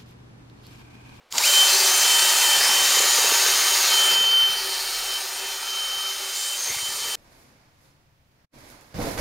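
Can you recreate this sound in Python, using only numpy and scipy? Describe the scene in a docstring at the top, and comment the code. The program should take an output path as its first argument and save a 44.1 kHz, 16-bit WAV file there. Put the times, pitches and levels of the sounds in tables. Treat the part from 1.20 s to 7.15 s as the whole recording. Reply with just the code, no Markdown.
"""A drill mixing mortar

A cordless drill spins a two-bladed paddle through wet mortar in a plastic bucket, close by.
The trigger clicks, and the motor runs up and whines over its rattling gears and rushing fan.
The drill is led round the bucket and turns its vents away half way through, so the rush fades.
Bubbles squelch, air pockets plop, and the paddle nudges the bucket with soft thuds."""
import sys
import numpy as np
from scipy import signal
from scipy.fft import rfft, irfft, next_fast_len
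from scipy.io import wavfile
from scipy.ndimage import uniform_filter1d, map_coordinates

SR = 44100
rng = np.random.default_rng(int(sys.argv[2]) if len(sys.argv) > 2 else 0)


def store_wav(level_fs):
    """Save 16-bit WAV to argv[1]."""
    pcm = np.round(np.clip(np.atleast_2d(level_fs), -1, 1) * 32767)
    wavfile.write(sys.argv[1], SR, pcm.T.astype(np.int16))


N = 262615
TIME = np.arange(N) / SR


def from_db(db):
    """Turn decibels into a number to multiply by."""
    return 10 ** (np.asarray(db) / 20)


def unit_level(x):
    """Scale a sound to an average power of 1."""
    return x / np.sqrt(np.mean(x ** 2) + 1e-20)


def curves(rows):
    """Join rows that start with a time by straight lines: one curve for each other column."""
    seconds, *columns = np.transpose(rows)
    return [np.interp(TIME, seconds, column) for column in columns]


def noise(colour):
    """Steady noise shaped by rows of pitch and level, falling away beyond the first and last."""
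    size = next_fast_len(N)
    hz = np.maximum(np.fft.rfftfreq(size, 1 / SR), 1)
    points_hz, db = np.transpose(colour)
    roll_off = np.minimum(1, hz / points_hz[0]) ** 2 * np.minimum(1, points_hz[-1] / hz) ** 4
    gain = from_db(np.interp(np.log(hz), np.log(points_hz), db)) * roll_off
    return unit_level(irfft(rfft(rng.standard_normal(size)) * gain, size)[:N])


def narrow_noise(hz, width_hz):
    """Noise gathered around one pitch, which may move."""
    low_pass = signal.butter(2, width_hz / 2, fs=SR, output="sos")
    real, imaginary = signal.sosfilt(low_pass, rng.standard_normal((2, N)))
    angle = 2 * np.pi * np.cumsum(hz * np.ones(N)) / SR
    return unit_level(real * np.cos(angle) + imaginary * np.sin(angle))


def drift(rate_hz):
    """A smooth random wobble, about 1 in size; a higher rate wobbles faster."""
    step = 40  # samples between random points
    r = np.exp(-2 * np.pi * step * rate_hz / SR)
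    slow = signal.lfilter([1], [1, -2 * r, r * r], rng.standard_normal(N // step + 2002))[2000:]
    return np.interp(np.arange(N) / step, np.arange(len(slow)), unit_level(slow))


def band(x, low_hz, high_hz):
    """Keep what lies between two pitches."""
    return signal.sosfilt(signal.butter(2, [low_hz, high_hz], "band", fs=SR, output="sos"), x + 1e-18)


def tone(cycles):
    """A pure tone that follows a running count of cycles."""
    return np.sqrt(2) * np.sin(2 * np.pi * (cycles + rng.random()))


def strikes(rows):
    """One click for each row of seconds and dB."""
    clicks = np.zeros(N)
    for start, db in rows:
        clicks[round(start * SR)] = from_db(db)
    return clicks


def ring(clicks, hz, ring_s):
    """Each click starts a note that fades by 60 dB in ring_s seconds."""
    r, angle = from_db(-60 / (ring_s * SR)), 2 * np.pi * hz / SR
    return signal.lfilter([0, np.sin(angle)], [1, -2 * r * np.cos(angle), r * r], clicks + 1e-18)


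def scuff(clicks, decay_s):
    """A puff of noise that dies away after each click."""
    fade = signal.lfilter([1], [1, -np.exp(-1 / (decay_s * SR))], clicks + 1e-18)
    return fade * rng.standard_normal(N)


def follow_air(air_db, base_db, slope, facing_db=-25):
    """A level that is base_db when the air is at facing_db, and moves slope dB for each dB of air."""
    return base_db + slope * (air_db - facing_db)


# The room's background noise. Each row: pitch in Hz, relative level in dB.
ROOM_COLOUR = [(20, 2), (100, -12), (500, 3), (1200, 0), (3500, -5), (8000, -18), (16000, -26)]
def room():
    """A faint, steady hush."""
    return from_db(-60) * noise(ROOM_COLOUR)


# The run-up of the rotor, the motor's spinning part. Each row: time in seconds, turns per second.
ROTOR_SPEED = [(0, 0), (.103, 0), (.18, 150), (.235, 284), (.25, 335), (.266, 386.25), (6, 386.25)]
FULL_SPEED, GEAR_RATIO = ROTOR_SPEED[-1][1], 24  # the paddle turns once in 24 rotor turns
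SPIN = curves(ROTOR_SPEED)[0] / FULL_SPEED  # share of full speed, 0 to 1
def rotor_turns(drag=.002, wander=.0007):
    """Count the turns: the motor holds its speed, but the load drags once per paddle turn."""
    speed = SPIN * FULL_SPEED
    paddle_angle = 2 * np.pi * np.cumsum(speed) / SR / GEAR_RATIO
    return np.cumsum(speed * (1 + drag * np.sin(paddle_angle) + wander * drift(10.1))) / SR


# The noise of the gears. Each row: pitch in Hz, relative level in dB.
GEAR_COLOUR = [(120, -38), (260, -25), (350, -6.5), (470, -1), (660, -4), (930, 3.5), (1060, -1.5),
               (1250, 5), (1600, 0.5), (2000, 1.5), (2550, 3), (3000, 0.5), (3600, -1.5), (5000, -40)]
def gear_rattle(gear_db):
    """The gears make a noise whose level shakes quickly."""
    return from_db(gear_db + .15 + drift(110)) * noise(GEAR_COLOUR)


# The fan's rush, the vents' jet and a high hiss. Each row: pitch in Hz, relative level in dB.
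FAN_COLOUR = [(2000, -15), (3200, -9.5), (3700, -0.5), (4250, 2.5), (4700, 2.5), (5400, 0.5), (5950, -0.5),
              (6400, -3), (6850, -6), (7400, -16), (8500, -16)]
JET_COLOUR = [(6000, -7), (6900, 3.5), (7300, 1), (7900, -1.5), (8600, 0.5), (9200, -6.5), (10500, -7)]
HISS_COLOUR = [(7800, -17), (9200, 7), (9800, 4), (10900, -1), (11500, 1), (12300, 8), (13200, -6),
               (14300, 5.5), (15600, 0), (16500, -14)]
# The air's hollow note, sinking as the vents turn.
# Each row: time in seconds, pitch in Hz, level in dB against the fan's rush.
HOLLOW_NOTE = [(.3, 7370, -5.5), (1.5, 7250, -13.5), (1.8, 6890, -1.5), (2.3, 6560, -4), (3.05, 6790, -5.5),
               (3.4, 6550, -33), (4.2, 6540, -9), (5.95, 6510, -8)]
def fan_air(fan_db, jet_db, gust_db=.44):
    """The fan blows air out through the vents in slight gusts."""
    hollow_hz, hollow_db = curves(HOLLOW_NOTE)
    fan_gain = from_db(fan_db + .2 + .73 * drift(7))
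    rush = noise(FAN_COLOUR)
    hollow = from_db(hollow_db) * narrow_noise(hollow_hz, width_hz=560)
    jet = from_db(jet_db + 2) * noise(JET_COLOUR)
    hiss = from_db(follow_air(fan_db, base_db=-30.5, slope=1.04)) * noise(HISS_COLOUR)
    return (fan_gain * (rush + hollow) + jet + hiss) * from_db(gust_db * drift(24))


# The echo off the bucket wall. Each row: time in seconds, delay in milliseconds, strength.
WALL_ECHO = [(1.3, .31, .04), (1.7, 0.91, .13), (2.8, 0.54, 0.049), (3.05, 0.67, 0.23), (3.5, .68, 0.17),
             (5.95, 0.87, 0.19)]
# Echoes off the mortar, rim and hands. Each row: average delay in milliseconds, strength.
NEAR_ECHOES = [(1.3, .15), (2.1, -.15), (3.4, .14), (5.2, .12)]
def add_echoes(x, sway_ms=.17, wall_sway_ms=.028):
    """Surfaces around the moving drill throw its noise back a moment later, making it swirl."""
    def delayed(sound, ms):
        return map_coordinates(sound, [np.arange(N) - ms * SR / 1000], order=2)
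    wall_ms, wall_strength = curves(WALL_ECHO)
    treble = x - uniform_filter1d(x, size=7)  # the curved wall focuses only high sounds
    near = sum(strength * delayed(x, ms + sway_ms * drift(1.09)) for ms, strength in NEAR_ECHOES)
    wall = wall_strength * delayed(treble, wall_ms + wall_sway_ms * drift(1.4))
    return x + wall + near


# The whine, coming and going as the drill moves. Each row: time in seconds, relative level in dB.
WHINE_LEVEL = [(0.27, -28.5), (0.41, -17.5), (0.51, -33.5), (0.82, -32), (0.92, -23.5), (1.2, -31.5),
               (1.34, -23), (1.38, -31.5), (1.6, -25.5), (1.66, -32), (2.41, -37), (2.5, -27), (2.61, -45),
               (2.72, -25.5), (3.24, -20.5), (3.45, -40.5), (3.53, -34.5), (3.62, -47), (3.97, -32.5),
               (4.02, -58), (4.27, -38.5), (4.43, -43.5), (4.48, -33.5), (4.89, -32), (4.97, -39.5),
               (5.35, -35), (5.43, -49), (5.68, -34), (5.73, -43), (5.95, -34)]
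def motor_whine(turns, gear_db, fan_db):
    """The motor whines at eight cycles a turn; the paddle scatters some, which makes it waver."""
    whine_db, = curves(WHINE_LEVEL)
    scattered = from_db(gear_db - 9.5) * narrow_noise(8 * FULL_SPEED, width_hz=26)
    direct = from_db(whine_db + 2.54 + .97 * drift(16)) * tone(8 * turns)
    overtone_db = follow_air(fan_db, base_db=-40, slope=1.9)
    overtone = from_db(overtone_db + 4 * drift(25)) * tone(16 * turns)
    return direct + scattered + overtone


# The hum, coming and going as the drill moves. Each row: time in seconds, relative level in dB.
HUM_LEVEL = [(0.27, -60), (0.57, -40), (0.95, -52), (2.79, -44.5), (3.18, -56), (3.48, -42), (3.76, -57),
             (4.27, -49.5), (4.67, -62), (5.03, -47.5), (5.17, -61.5), (5.95, -55)]
def rotor_hum(turns):
    """The rotor hums at one cycle a turn."""
    hum_db, = curves(HUM_LEVEL)
    return from_db(hum_db - 1.5 + 3.6 * drift(25)) * tone(turns)


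# The rotor's overtones. Each row: cycles per turn, relative level in dB.
ROTOR_OVERTONES = [(2, -17), (3, -18), (4, -12), (6, -21), (7, -11), (9, -15), (12, -11)]
# The notes of the gears. Each row: pitch at full speed in Hz, relative level in dB.
GEAR_NOTES = [(585, -17.5), (928.6, -12), (1781, -9), (1914, -12), (3771, -38)]
def drive_notes(turns, gear_db, flutter_db=4, slip_cycles=.11):
    """The rotor's overtones keep exact step with it; the gears' notes follow more loosely."""
    rotor = sum(from_db(db + flutter_db * drift(5.2)) * tone(round(per_turn) * turns)
                for per_turn, db in ROTOR_OVERTONES)
    gears = sum(from_db(db + flutter_db * drift(17))
                * tone(hz / FULL_SPEED * turns + slip_cycles * drift(3.3)) for hz, db in GEAR_NOTES)
    return from_db(gear_db - 6) * (rotor + gears)


def electronic_whine(jet_db, hz=8877, wobble_hz=20):
    """The drive electronics give a thin, unsteady high whine that swells and fades along with the jet from the
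    vents."""
    gain = from_db(follow_air(jet_db, base_db=-33.5, slope=.65) + 3.5 * drift(25))
    return gain * tone(np.cumsum(hz + wobble_hz * drift(32)) / SR)


# The drill's noise, falling as it turns away.
# Each row: time in seconds, relative levels of the gears and of the fan in dB.
GEAR_AND_FAN_LEVELS = [(0.27, -27.5, -22), (0.51, -27, -23), (2.1, -26.5, -24), (2.67, -27, -24),
                       (2.94, -28, -26.5), (3.01, -33, -31), (3.59, -36, -31), (4.56, -38.5, -36),
                       (5.43, -39.5, -33.5), (5.54, -38.5, -32), (5.63, -39.5, -34.5), (5.95, -38, -32.5)]
# The narrow jet, which points our way only at times. Each row: time in seconds, relative level in dB.
JET_LEVEL = [(0.27, -29), (0.36, -27.5), (1.25, -25.5), (1.34, -27.5), (2.88, -32), (3.15, -49),
             (3.54, -38.5), (4.83, -45), (5.14, -39), (5.19, -35.5), (5.3, -37), (5.95, -38.5)]
def drill(turns, chop_depth=.04):
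    """Gears, air and motor all grow louder with speed; the rotor lightly chops the noise each turn."""
    gear_db, fan_db = curves(GEAR_AND_FAN_LEVELS)
    jet_db, = curves(JET_LEVEL)
    chop = 1 + chop_depth * np.sin(2 * np.pi * turns)
    rush = add_echoes((gear_rattle(gear_db) + fan_air(fan_db, jet_db)) * chop)
    motor = motor_whine(turns, gear_db, fan_db) + rotor_hum(turns)
    notes = drive_notes(turns, gear_db)
    whistle = electronic_whine(jet_db)
    # On the way up, the whine passes a pitch at which the drill's body rings.
    chirp = from_db(-20.5) * np.exp(-((TIME - .242) / .009) ** 4) * tone(8 * turns)
    return SPIN ** 1.01 * (rush + notes + chirp + SPIN ** 2 * (motor + whistle))


# The trigger and chuck (the paddle's clamp) knocking. Each row: start in seconds, relative level in dB.
CLACKS = [(0.1248, -16), (0.1565, -21), (0.1812, -4.5), (0.1823, -7), (0.1846, -7)]
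# The notes of the drill's body. Each row: pitch in Hz, relative level in dB, ring time in seconds.
BODY_NOTES = [(900, -27, 0.011), (2130, -15, .008), (3200, -6, 0.0071), (4600, -9, 0.0087),
              (5200, -8.5, 0.0075), (6730, -4, 0.012), (8100, -15, .005), (12000, -14, .003)]
def clacks():
    """Loose plastic and steel parts knock together as the drive engages, ringing the body."""
    clicks = strikes(CLACKS)
    body = sum((-1) ** k * from_db(db) * ring(clicks, hz, ring_s)
               for k, (hz, db, ring_s) in enumerate(BODY_NOTES))
    grit = band(scuff(clicks, decay_s=.00091), 1500, 15000)
    return body + from_db(-12) * grit


# The drill's rasps and squeals. Each row: start and end in seconds, pitch and width in Hz, level in dB.
RASPS = [(0.131, 0.198, 980, 258, -35.5), (0.202, 0.227, 1004, 193, -31.5),
         (0.433, 0.875, 6220, 106, -25.5), (0.466, 0.66, 4700, 307, -26), (1.192, 1.532, 926, 169.7, -38.5),
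         (1.384, 1.565, 5280, 602, -26.5), (1.4, 1.468, 1890, 256.5, -29), (1.3, 2.4, 6255, 104.3, -34.5),
         (2.617, 2.793, 4250, 349, -29.5), (2.667, 3.437, 1300, 200, -41.5),
         (3.295, 3.844, 4470, 399.5, -36), (3.62, 4.452, 762, 88.6, -50.5), (3.08, 3.16, 4330, 301, -37),
         (4.3, 5.013, 1272, 150, -44.5), (5.144, 5.295, 7360, 351, -35), (5.37, 5.528, 6350, 105, -31),
         (5.457, 5.617, 2070, 299.5, -38)]
def rasps(fade_share=.16, bend_share=.3):
    """Ringing rasps swell out of the running drill, hold and fade, bending a little in pitch."""
    out, bend = np.zeros(N), bend_share * drift(7)
    for start, end, hz, width_hz, db in RASPS:
        fade_s = fade_share * (end - start)
        swell = np.clip(np.minimum(TIME - start, end - TIME) / fade_s, 0, 1)
        out += from_db(db) * swell * narrow_noise(hz + width_hz * bend, width_hz)
    return out


# The throb, strongest on the second lap of the bucket. 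Each row: time in seconds, relative level in dB.
THROB_LEVEL = [(.25, -66), (3.25, -67), (3.65, -57.5), (5.0, -67), (5.15, -78), (5.95, -70)]
def blade_throb(turns, swing_db=4):
    """The two blades push a low throb out of the bucket, two beats per paddle turn."""
    throb_db, = curves(THROB_LEVEL)
    return SPIN ** 2 * from_db(throb_db + swing_db * drift(5.3)) * tone(2 * turns / GEAR_RATIO)


def squelch(bubbles_per_s=260, ring_cycles=7.7):
    """Small bubbles tear open at random in the mortar, each ringing briefly at one of 14 pitches."""
    sizes = from_db(4 * np.minimum(rng.exponential(1, N), 4)) * rng.choice([-1, 1], N)
    clicks = sizes * (rng.random(N) < bubbles_per_s / SR)
    pitches_hz = np.geomspace(380, 3800, 14)
    chosen = rng.integers(0, len(pitches_hz), N)
    bubbles = sum(ring(clicks * (chosen == k), hz, ring_cycles / hz) for k, hz in enumerate(pitches_hz))
    return unit_level(bubbles)


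# How hard the paddle churns. Each row: time in seconds, relative level in dB.
CHURN_LEVEL = [(0.25, -55), (0.3, -67), (0.88, -63), (1.28, -76), (1.36, -54), (2.77, -67.5), (2.95, -54.5),
               (3.6, -66), (5.43, -71), (5.52, -52), (5.55, -76), (5.85, -59.5), (5.95, -59)]
# The noise of the kneaded paste. Each row: pitch in Hz, relative level in dB.
CHURN_COLOUR = [(25, -4), (60, -7), (130, -9), (220, -0.5), (330, 1), (480, 14), (800, -10), (2000, -27)]
def churn(lump_db=1.5):
    """The blades knead the mortar in lumps; the harder they churn, the louder it squelches."""
    churn_db, = curves(CHURN_LEVEL)
    kneading = from_db(churn_db + 8 + lump_db * drift(35)) * noise(CHURN_COLOUR)
    return SPIN ** 2 * (kneading + from_db(churn_db + 5.5) * squelch())


# The paddle's runs along the wall. Each row: start and end in seconds, relative starting level in dB.
WALL_RUNS = [(1.378, 1.4, -41), (2.92, 3.11, -44), (3.229, 3.31, -41), (4.769, 4.8, -49),
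             (5.5, 5.89, -38.5)]
def bucket_thuds(fade_db_per_s=28, spread_db=2):
    """The paddle nudges the bucket once a turn, fading over each run: a low bump and a dull scuff."""
    turn_s = GEAR_RATIO / FULL_SPEED
    nudges = strikes([(s, db - fade_db_per_s * (s - start) + spread_db * rng.standard_normal())
                      for start, end, db in WALL_RUNS for s in np.arange(start, end, turn_s)])
    rub = from_db(5) * scuff(nudges, decay_s=.02)
    bump = from_db(2) * ring(nudges, hz=105, ring_s=.032)
    return band(rub + bump, 54, 310)


# Air pockets in the mortar. Each row: start in seconds, relative level in dB, starting pitch in Hz.
AIR_POCKETS = [(1.492, -14, 880), (1.509, -20, 850), (1.769, -21, 447), (1.801, -18, 444),
               (1.839, -24.5, 420), (1.902, -31, 395), (1.983, -18, 463), (2.042, -17, 417),
               (2.118, -20, 404), (2.261, -26, 472)]
def plops(swell_s=.0034, splash=.36):
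    """A pocket closing behind a blade rings briefly, rising in pitch as it shuts, with a wet splash."""
    out, wet = np.zeros(N), unit_level(band(rng.standard_normal(N), 200, 1600))
    for start, db, hz in AIR_POCKETS:
        age = np.maximum(TIME - start, 0)
        swell = (age / swell_s * np.exp(1 - age / swell_s)) ** 2
        rising_note = np.sin(2 * np.pi * hz * age * (1 + 4 * age))
        out += from_db(db - 5.5) * swell * (rising_note + splash * wet)
    return band(out, 210, 2500)


def scene():
    """Drill, bucket of mortar and a quiet room, the same on the left and right."""
    turns = rotor_turns()
    tool = drill(turns) + clacks() + rasps()
    bucket = blade_throb(turns) + churn() + bucket_thuds() + plops()
    mono = tool + bucket + room()
    return np.stack([mono, mono])


def record(dry, cutoff_hz=15800):
    """Cut the very highest treble off steeply."""
    return signal.sosfilt(signal.ellip(12, .1, 90, cutoff_hz, fs=SR, output="sos"), dry)


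dry = scene()
out = record(dry)
store_wav(out)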